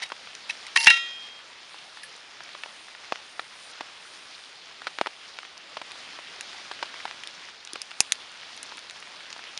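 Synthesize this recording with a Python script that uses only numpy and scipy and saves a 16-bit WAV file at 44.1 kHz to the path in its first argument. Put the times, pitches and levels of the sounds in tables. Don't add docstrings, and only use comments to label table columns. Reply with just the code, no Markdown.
import sys
import numpy as np
from scipy import signal
from scipy.fft import rfft, irfft, next_fast_len
from scipy.io import wavfile
from scipy.ndimage import uniform_filter1d

SR = 44100
rng = np.random.default_rng(int(sys.argv[2]) if len(sys.argv) > 2 else 0)


def inscribe(sig):
    pcm = np.round(np.clip(np.atleast_2d(sig).T, -1, 1) * 32767)
    wavfile.write(sys.argv[1], SR, pcm.astype(np.int16))


def to_linear_factor(level_db):
    exponent = np.asarray(level_db, float) / 20
    return 10 ** exponent


N = 422919
TIME = np.arange(N) / SR

# [start_s, level_db]
RAIN_LEVEL = [(0, -45.5), (.32, -46.5), (.8, -43.5), (1.15, -47), (4.2, -46), (4.65, -46.5), (5.83, -46.5),
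              (5.87, -43), (7.18, -43), (7.61, -46.5), (7.91, -44.5), (8.63, -45), (9.59, -44)]
# [pitch_hz, level_db per Hz]
RAIN_COLOUR = [(18, -76), (30, -21.5), (182, -11), (501, -5.5), (691, -3), (1420, -0.5), (3440, 0.5),
               (4990, -3), (7980, -17.5), (9030, -18), (11000, -19.5), (14300, -92), (22000, -120)]

# [start_s, end_s, level_db, release_db_per_s]
STROKES = [(.1, .75, -65, 16), (1.7, 2.05, -61, 35), (2.636, 2.853, -59, 72), (3.24, 3.5, -59.5, 60),
           (3.6, 3.718, -54.5, 3000), (4.068, 4.2, -56, 60), (4.41, 4.45, -57.5, 110), (4.9, 5.1, -62, 24),
           (5.9, 7.2, -66, 30), (8.012, 8.1, -57, 44), (8.75, 8.95, -66, 8)]
STROKE_RISE_DB_PER_S = 86
# [high_hz, low_hz]
PALM_BANDS = (9500, 6730)

# [start_s, spike_db, leaf_pitch_hz, rebound_db, splash_db]
FAT_DROPS = [(0.12, -16.5, 940, -4, -17.5), (2.6359, -22.5, 2650, 6.5, -16),
             (3.123, -10.5, 796, -0.5, -20.5), (3.158, -17.5, 3430, -27, -29),
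             (3.3946, -21, 1350, 6.5, -12), (3.8088, -18, 680, -4, -17), (4.87, -11, 1310, -9, -19),
             (4.8753, -21.5, 1650, -5, -13), (4.9871, -11, 1440, -13, -27), (5.013, -5.5, 693, -2, -24.5),
             (5.061, -21, 1490, 6.5, -15), (5.0701, -13.5, 830, -5.5, -18.5),
             (5.3883, -14.5, 3160, -24, -24), (5.7699, -18.5, 810, -3, -16), (5.816, -20, 615, -11, -15.5),
             (6.714, -24, 1030, 3.5, -9.5), (6.8277, -10.5, 855, -9.5, -19), (7.054, -18, 836, -2.5, -16),
             (7.1117, -16, 3060, -23, -38), (7.7563, -25, 1140, -12, -7)]
# [start_s, spike_db, leaf_pitch_hz]
DRIPS = [(0.102, -27, 1440), (0.1655, -31, 2610), (0.273, -28.5, 1680), (0.3062, -35, 2280),
         (1.7442, -31, 900), (1.973, -28, 1420), (2.406, -26, 1370), (2.491, -29, 3470),
         (2.5507, -25.5, 1090), (2.66, -28, 750), (2.8836, -31.5, 1510), (2.9501, -27.5, 1770),
         (4.819, -24.5, 1250), (5.4314, -27, 1460), (5.4507, -27, 2200), (6.1894, -26, 860),
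         (6.6493, -35, 1440), (6.9416, -25, 1740), (7.003, -25, 2080), (7.079, -25.5, 1610),
         (7.4871, -28, 1490), (7.915, -23, 3080), (8.433, -29, 2070), (8.7216, -26.5, 980),
         (8.7804, -25, 2950), (9.0263, -25.5, 2430), (9.2062, -28.5, 2480), (9.3637, -30.5, 846),
         (9.3927, -27.5, 1290)]
DRIP_REBOUND_DB, DRIP_SPLASH_DB, SPLASH_MS = -1.5, -18.5, 3.22

# [start_s, peak_db, ring_hz, bark_db, body_db]
SNAPS = [
    (6.4082, -16.5, 5940, -14, -13),
    (7.235, -25.5, 3200, -10, -13),
    (7.2724, -20.5, 3800, -14, -32),
    (7.7326, -16, 5660, -20, -27),
    (7.8165, -16, 5600, -19, -36),
    (8.0037, 7, 6260, -15.5, -19.5),
    (8.1207, -2.5, 5830, -8, -17),
    (8.565, -32, 9150, -15, -21),
    (8.6288, -17, 6100, -18, -23),
    (9.5753, -20.5, 4860, -4, -12),
]
# [start_s, peak_db, wood_db]
TICKS = [(0.091, -32, -11), (0.3505, -29, -6), (2.164, -34, -16), (2.4356, -32, -16), (5.3692, -44, 2),
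         (5.577, -31, -11), (5.917, -34, 2), (7.649, -23.5, -19), (7.673, -36.5, 4), (7.9084, -40, 6),
         (8.154, -34.5, -2), (8.317, -36, -9), (8.575, -27.5, -9), (8.6637, -29, -19), (8.7705, -27, -12),
         (8.7903, -29.5, -16), (8.897, -39, 8), (8.9083, -30, -6), (9.001, -32, -14), (9.3028, -40, 4),
         (9.3272, -37, 8.5), (9.3787, -35, -11), (9.439, -37, 1), (9.5485, -44, 2)]
TICK_HZ, TICK_SCATTER, TICK_BODY_DB, CRACK_MS = 5400, 0.087, -4.5, 0.58
# [start_s, pitch_hz, level_db, t60_s]
THUDS = [
    (.765, 350, -38, .07),
    (2.636, 2600, -27, .03),
    (5.0135, 2800, -24, .02),
    (7.238, 3200, -33, .035),
    (7.735, 334, -33, 0.026),
    (8.005, 800, -15, .014),
]
# [start_s, level_db, width_ms]
PUFFS = [
    (.872, -19, .3),
    (8.0052, -14, .2),
]

# [start_s, peak_db, contact_hz, contact_decay_ms, treble_db]
KNOCKS = [(0.025, -16.5, 2110, 1.7, -17), (0.038, -20, 3880, 2.9, -17), (0.496, -16.5, 2420, 1.5, -20),
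          (0.666, -23.5, 2400, 3.3, -4), (0.7606, -2, 1790, 3.9, -22), (0.773, 3, 2650, 0.86, -23),
          (0.807, -13, 2460, 3.7, -18), (0.834, -14.5, 5400, 4.2, -17), (0.86, -6, 3520, 3, -23),
          (0.8693, 7, 1834, 1.66, -30), (0.8795, 2, 1880, 3, -20), (0.9035, -4.5, 1650, 6.4, -35),
          (2.032, -31.5, 1740, 4.3, -5)]
# [start_s, level_db, fall_db_per_s, brightness_db]
RATTLES = [
    (0.029, -28, 660, -6.5),
    (0.495, -26, 680, -9),
    (.762, -19, 630, 0),
    (.838, -35, 1500, 0),
    (0.8721, -3.5, 1400, -9.5),
    (0.903, -16.5, 680, -7.5),
]
RATTLE_RISE_DB_PER_S = 3000
# [start_s, end_s, level_db, sag_db_per_s, brightness_db]
DRAGS = [
    (.002, 0.024, -40, -300, -25),
    (0.796, 0.856, -35.5, 15, 3.5),
    (0.94, 0.994, -31, 180, -16),
]
DRAG_EDGE_DB_PER_S, BRIGHTEN_DB_PER_S = 1500, 154
# [pitch_hz, width_hz, level_db]
DAMPED_WALL = [(926, 33, -6.5), (1420, 31, -48), (1874, 53, 8), (1933, 34, 10), (2197, 18, 4.5),
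               (2620, 51, -2), (3120, 51, -2), (3880, 50, 0), (5560, 81, -11.5), (9000, 9.1, -8),
               (10900, 12, -4)]
# [pitch_hz, level_db, t60_s]
LANDING_MODES = [(890, -22, .1), (1678, -15, .09), (1420, -23, .12), (1800, -13, .07), (1927, -15, .09),
                 (2300, -16, .12), (2729, -17, .3), (2762, -7, .45), (3340, -30, .1), (3666, -27, .3),
                 (3741, -26, .3), (3871, -23, .3), (5157, -33, .3)]
# [pitch_hz, level_db, t60_s]
FREE_MODES = [(1367, -25.5, .38), (1846, -32, .29), (1906, -22.5, .55), (2196, -32, .2), (2466, -34, 1.05),
              (2729, -14, .2), (2762, -16, .35), (3228, -29, 1.6), (3666, -30, .65), (3741, -29, .4),
              (3811, -36, .3), (3871, -27, .4), (4043, -42, .9), (4344, -38, .3), (4764, -49, 1.0),
              (5152, -30, .33), (5160, -46, 1.8), (5841, -36, .3), (6379, -44, .7), (6681, -44, .4),
              (7149, -48, .8), (7768, -50, .5), (9055, -52, .35), (9631, -54, .35), (10580, -57, .7)]
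# [start_s, pitch_hz, level_db, t60_s]
TAPS = [(0.028, 3800, -31, 0.14), (.027, 1995, -32, 0.059), (0.498, 2610, -15.5, 0.03),
        (0.499, 6100, -36, 0.051), (0.773, 2750, -22, 0.35), (.76, 1116, -18, 0.04), (.761, 1360, -27, .06),
        (.79, 10030, -30, .4), (.834, 4700, -39, .12), (2.032, 1726, -41, 0.14), (2.033, 8370, -45, 0.11),
        (2.032, 10050, -39, 0.11), (2.032, 10540, -38, 0.066)]
# [start_s, pitch_hz, level_db, t60_s]
LIFT = (.766, 915, -36.5, 1.5)
LAND_S, RIM_BLOW_S, BOUNCE_S = .8715, .8808, .9045
GRIP_S, GRIP_DB_PER_S = 1.39, 300

# [pitch_hz, width_hz, depth 0-1]
MIC_DIP = (7950, 400, .55)


def unit(x):
    return x / np.sqrt(np.mean(x ** 2))


def peak(x):
    return x / np.abs(x).max()


def band(x, hz, width):
    return signal.lfilter(*signal.iirpeak(min(hz, .45 * SR), hz / width, SR), x)


def highpass(x, hz):
    return signal.sosfilt(signal.butter(2, hz, "high", fs=SR, output="sos"), x)


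def add(out, s, x):
    i = int(s * SR)
    out[i:i + len(x)] += x[:len(out) - i]


def walk(rate):
    hold = int(SR / rate)
    steps = np.repeat(rng.standard_normal(N // hold + 1), hold)
    return 1.5 * uniform_filter1d(uniform_filter1d(steps, hold), hold)[:N]


def envelope(t, start, end, db, rise, fall):
    return db - rise * np.maximum(start - t, 0) - fall * np.maximum(t - end, 0)


def ring(hz, t60, size, age=0.):
    t = TIME[:size]
    return np.sin(2 * np.pi * hz * (t + age)) * to_linear_factor(-60 * t / t60) * np.minimum(t / .002, 1)


def clicks(count, spread_db):
    out = np.zeros(N)
    out[rng.integers(0, N, count)] = to_linear_factor(spread_db * np.minimum(rng.exponential(size=count), 4))
    return unit(out)


def rain():
    hz, db = np.transpose(RAIN_COLOUR)
    size = next_fast_len(N)
    octave = np.log2(np.maximum(np.arange(size // 2 + 1) * SR / size, 1))
    colour = to_linear_factor(np.interp(octave, np.log2(hz), db))
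    patter = clicks(count=6000, spread_db=5.5)
    swell = walk(14)
    out = 0
    for centre in np.arange(4.5, 14, .5):
        own = rng.standard_normal(N) + 0.35 * clicks(count=2500, spread_db=8.5) + 0.25 * patter
        window = np.cos(np.pi * np.clip(octave - centre, -.5, .5))
        flicker = to_linear_factor(.6 * swell + 1.0 * walk(25))
        out = out + flicker * irfft(rfft(own, size) * window * colour)[:N]
    return unit(out) * to_linear_factor(np.interp(TIME, *np.transpose(RAIN_LEVEL)))


def palms():
    grit = rng.standard_normal(N) * to_linear_factor(1.0 * walk(60))
    high, low = PALM_BANDS
    bright = band(band(grit, high, 4500), high, 4500)
    dark = band(band(grit, low, 3000), low, 3000)
    strokes = [envelope(TIME, a, b, db, STROKE_RISE_DB_PER_S, fall) for a, b, db, fall in STROKES]
    return unit(bright + 0.35 * dark) * to_linear_factor(np.max(strokes, axis=0))


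def slap(hz, rebound_db, ms=12):
    t = np.arange(int(ms * SR / 1000)) / SR
    spike = -np.exp(-((t - .0002) / .00007) ** 2)
    late = np.maximum(t - .0003, 0)
    swing = np.sin(2 * np.pi * hz * late) * np.exp(-2.2 * hz * late)
    tip = np.exp(-((late - 0.38 / hz) / .00009) ** 2)
    wave = spike + to_linear_factor(rebound_db + 3.0) * swing + to_linear_factor(rebound_db - 13) * tip
    return highpass(wave, 0.26 * hz + 60)


def drops():
    out, t = np.zeros(N), np.arange(800) / SR
    drips = [(*row, DRIP_REBOUND_DB, DRIP_SPLASH_DB) for row in DRIPS]
    for s, db, hz, rebound_db, splash_db in list(FAT_DROPS) + drips:
        sparse = rng.standard_normal(800) * (rng.random(800) < .15)
        bits = sparse * np.exp(-t * 1000 / SPLASH_MS) * (t > .0006)
        bits = bits / np.sqrt(np.sum(bits ** 2) / (0.088 * SPLASH_MS * SR / 1000))
        spray = np.convolve(bits, slap(0.53 * hz + 500, 0) + slap(4700, 0))
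        add(out, s - .0003, to_linear_factor(db + .8) * slap(hz, rebound_db))
        add(out, s, to_linear_factor(db + splash_db + 1.0) * spray)
    return out


def twigs():
    out, t = np.zeros(N), np.arange(1500) / SR
    pitch = TICK_HZ * (1 + TICK_SCATTER * rng.standard_normal(len(TICKS)))
    ticks = [(s, db, hz, wood_db, wood_db + TICK_BODY_DB) for (s, db, wood_db), hz in zip(TICKS, pitch)]
    fall = np.exp(-t * 1000 / CRACK_MS) + 0.1 * np.exp(-t / 0.0052)
    for s, db, hz, bark_db, body_db in list(SNAPS) + ticks:
        burst = np.sign(rng.standard_normal(1500)) * fall * np.minimum(t / 0.0001, 1)
        crack = band(band(burst, hz, 3100), hz, 4600) + 0.76 * band(band(burst, 9900, 2600), 7900, 4800)
        bark = band(band(burst, 3370, 1700), 4640, 2400)
        body = band(band(burst, 2790, 740), 2080, 1940)
        snap = peak(crack) + to_linear_factor(bark_db + 7) * peak(bark) + to_linear_factor(body_db + 8.5) * peak(body)
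        add(out, s + 0.00079, to_linear_factor(db) * snap)
    for s, hz, db, t60 in THUDS:
        add(out, s - .001, to_linear_factor(db) * ring(hz, t60, size=5000))
    return out


def puffs():
    return sum(-to_linear_factor(db) * np.exp(-((TIME - s) * 1000 / ms) ** 2) for s, db, ms in PUFFS)


def pot_clatter(size):
    now, t = TIME[:size], np.arange(1500) / SR
    wall, rasp, out = np.zeros(size), np.zeros(size), np.zeros(size)
    for s, db, hz, ms, treble_db in KNOCKS:
        db = min(db, 7)
        burst = np.sign(rng.standard_normal(1500)) * np.exp(-t * 1000 / max(ms, .3)) * np.minimum(t / 0.00066, 1)
        add(wall, s, to_linear_factor(db) * 0.55 * burst)
        add(rasp, s, to_linear_factor(db + treble_db) * burst)
        contact = band(band(burst, hz, 0.084 * hz), hz, .5 * hz)
        add(out, s, to_linear_factor(db - 11) * peak(contact))
    grit = rng.standard_normal(size) * to_linear_factor(4.5 * walk(300)[:size])
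    for s, db, fall, bright_db in RATTLES:
        rub = grit * to_linear_factor(envelope(now, s, s, db, RATTLE_RISE_DB_PER_S, fall))
        wall += rub
        rasp += rub * to_linear_factor(bright_db)
    for a, b, db, sag, bright_db in DRAGS:
        moved = np.clip(now - a, 0, b - a)
        level = envelope(now, a, b, db, DRAG_EDGE_DB_PER_S, DRAG_EDGE_DB_PER_S) - sag * moved
        rub = grit * to_linear_factor(level)
        wall += rub
        rasp += rub * to_linear_factor(bright_db + BRIGHTEN_DB_PER_S * moved)
    for k, (hz, width, db) in enumerate(DAMPED_WALL):
        out += 2.38 * (-1) ** k * to_linear_factor(db) * band(wall, hz, 4.8 * width)
    return out + 0.065 * band(wall, 5300, 5000) + 2.0 * band(rasp, 4900, 1280) + 0.81 * band(rasp, 10000, 2900)


def pot_ringing(size):
    out = np.zeros(size)
    held = int((BOUNCE_S - LAND_S) * SR)
    for hz, db, t60 in LANDING_MODES:
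        mode = ring(hz, t60, held, LAND_S - RIM_BLOW_S)
        add(out, LAND_S, to_linear_factor(db) * mode * np.clip(np.linspace(10, 0, held), 0, 1))
    freed = BOUNCE_S - .002
    for hz, db, t60 in FREE_MODES:
        add(out, freed, to_linear_factor(db) * ring(hz, t60, 60000, freed - RIM_BLOW_S))
    out = out * to_linear_factor(-GRIP_DB_PER_S * np.maximum(TIME[:size] - GRIP_S, 0))
    for s, hz, db, t60 in TAPS:
        add(out, s, to_linear_factor(db + 1.0 * walk(105)[:9000]) * ring(hz, t60, size=9000))
    s, hz, db, t60 = LIFT
    add(out, s, to_linear_factor(db) * ring(hz, t60, size=4800) * np.clip(np.linspace(10, 0, 4800), 0, 1))
    return out


def pot():
    size = int(2.6 * SR)
    out = highpass(pot_clatter(size) + pot_ringing(size), 600)
    return np.pad(out, (0, N - size))


def scene():
    return (rain() + palms() + drops() + twigs() + puffs() + pot())[None]


def top_cut(x):
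    return signal.sosfilt(signal.butter(12, 11700, fs=SR, output="sos"), x)


def record(dry):
    hz, width, depth = MIC_DIP
    x = dry - depth * band(dry, hz, width)
    x = signal.sosfilt(signal.cheby2(6, 40, 12100, fs=SR, output="sos"), x)
    return top_cut(np.clip(x, -1, 1))


dry = scene()
out = record(dry)
inscribe(out)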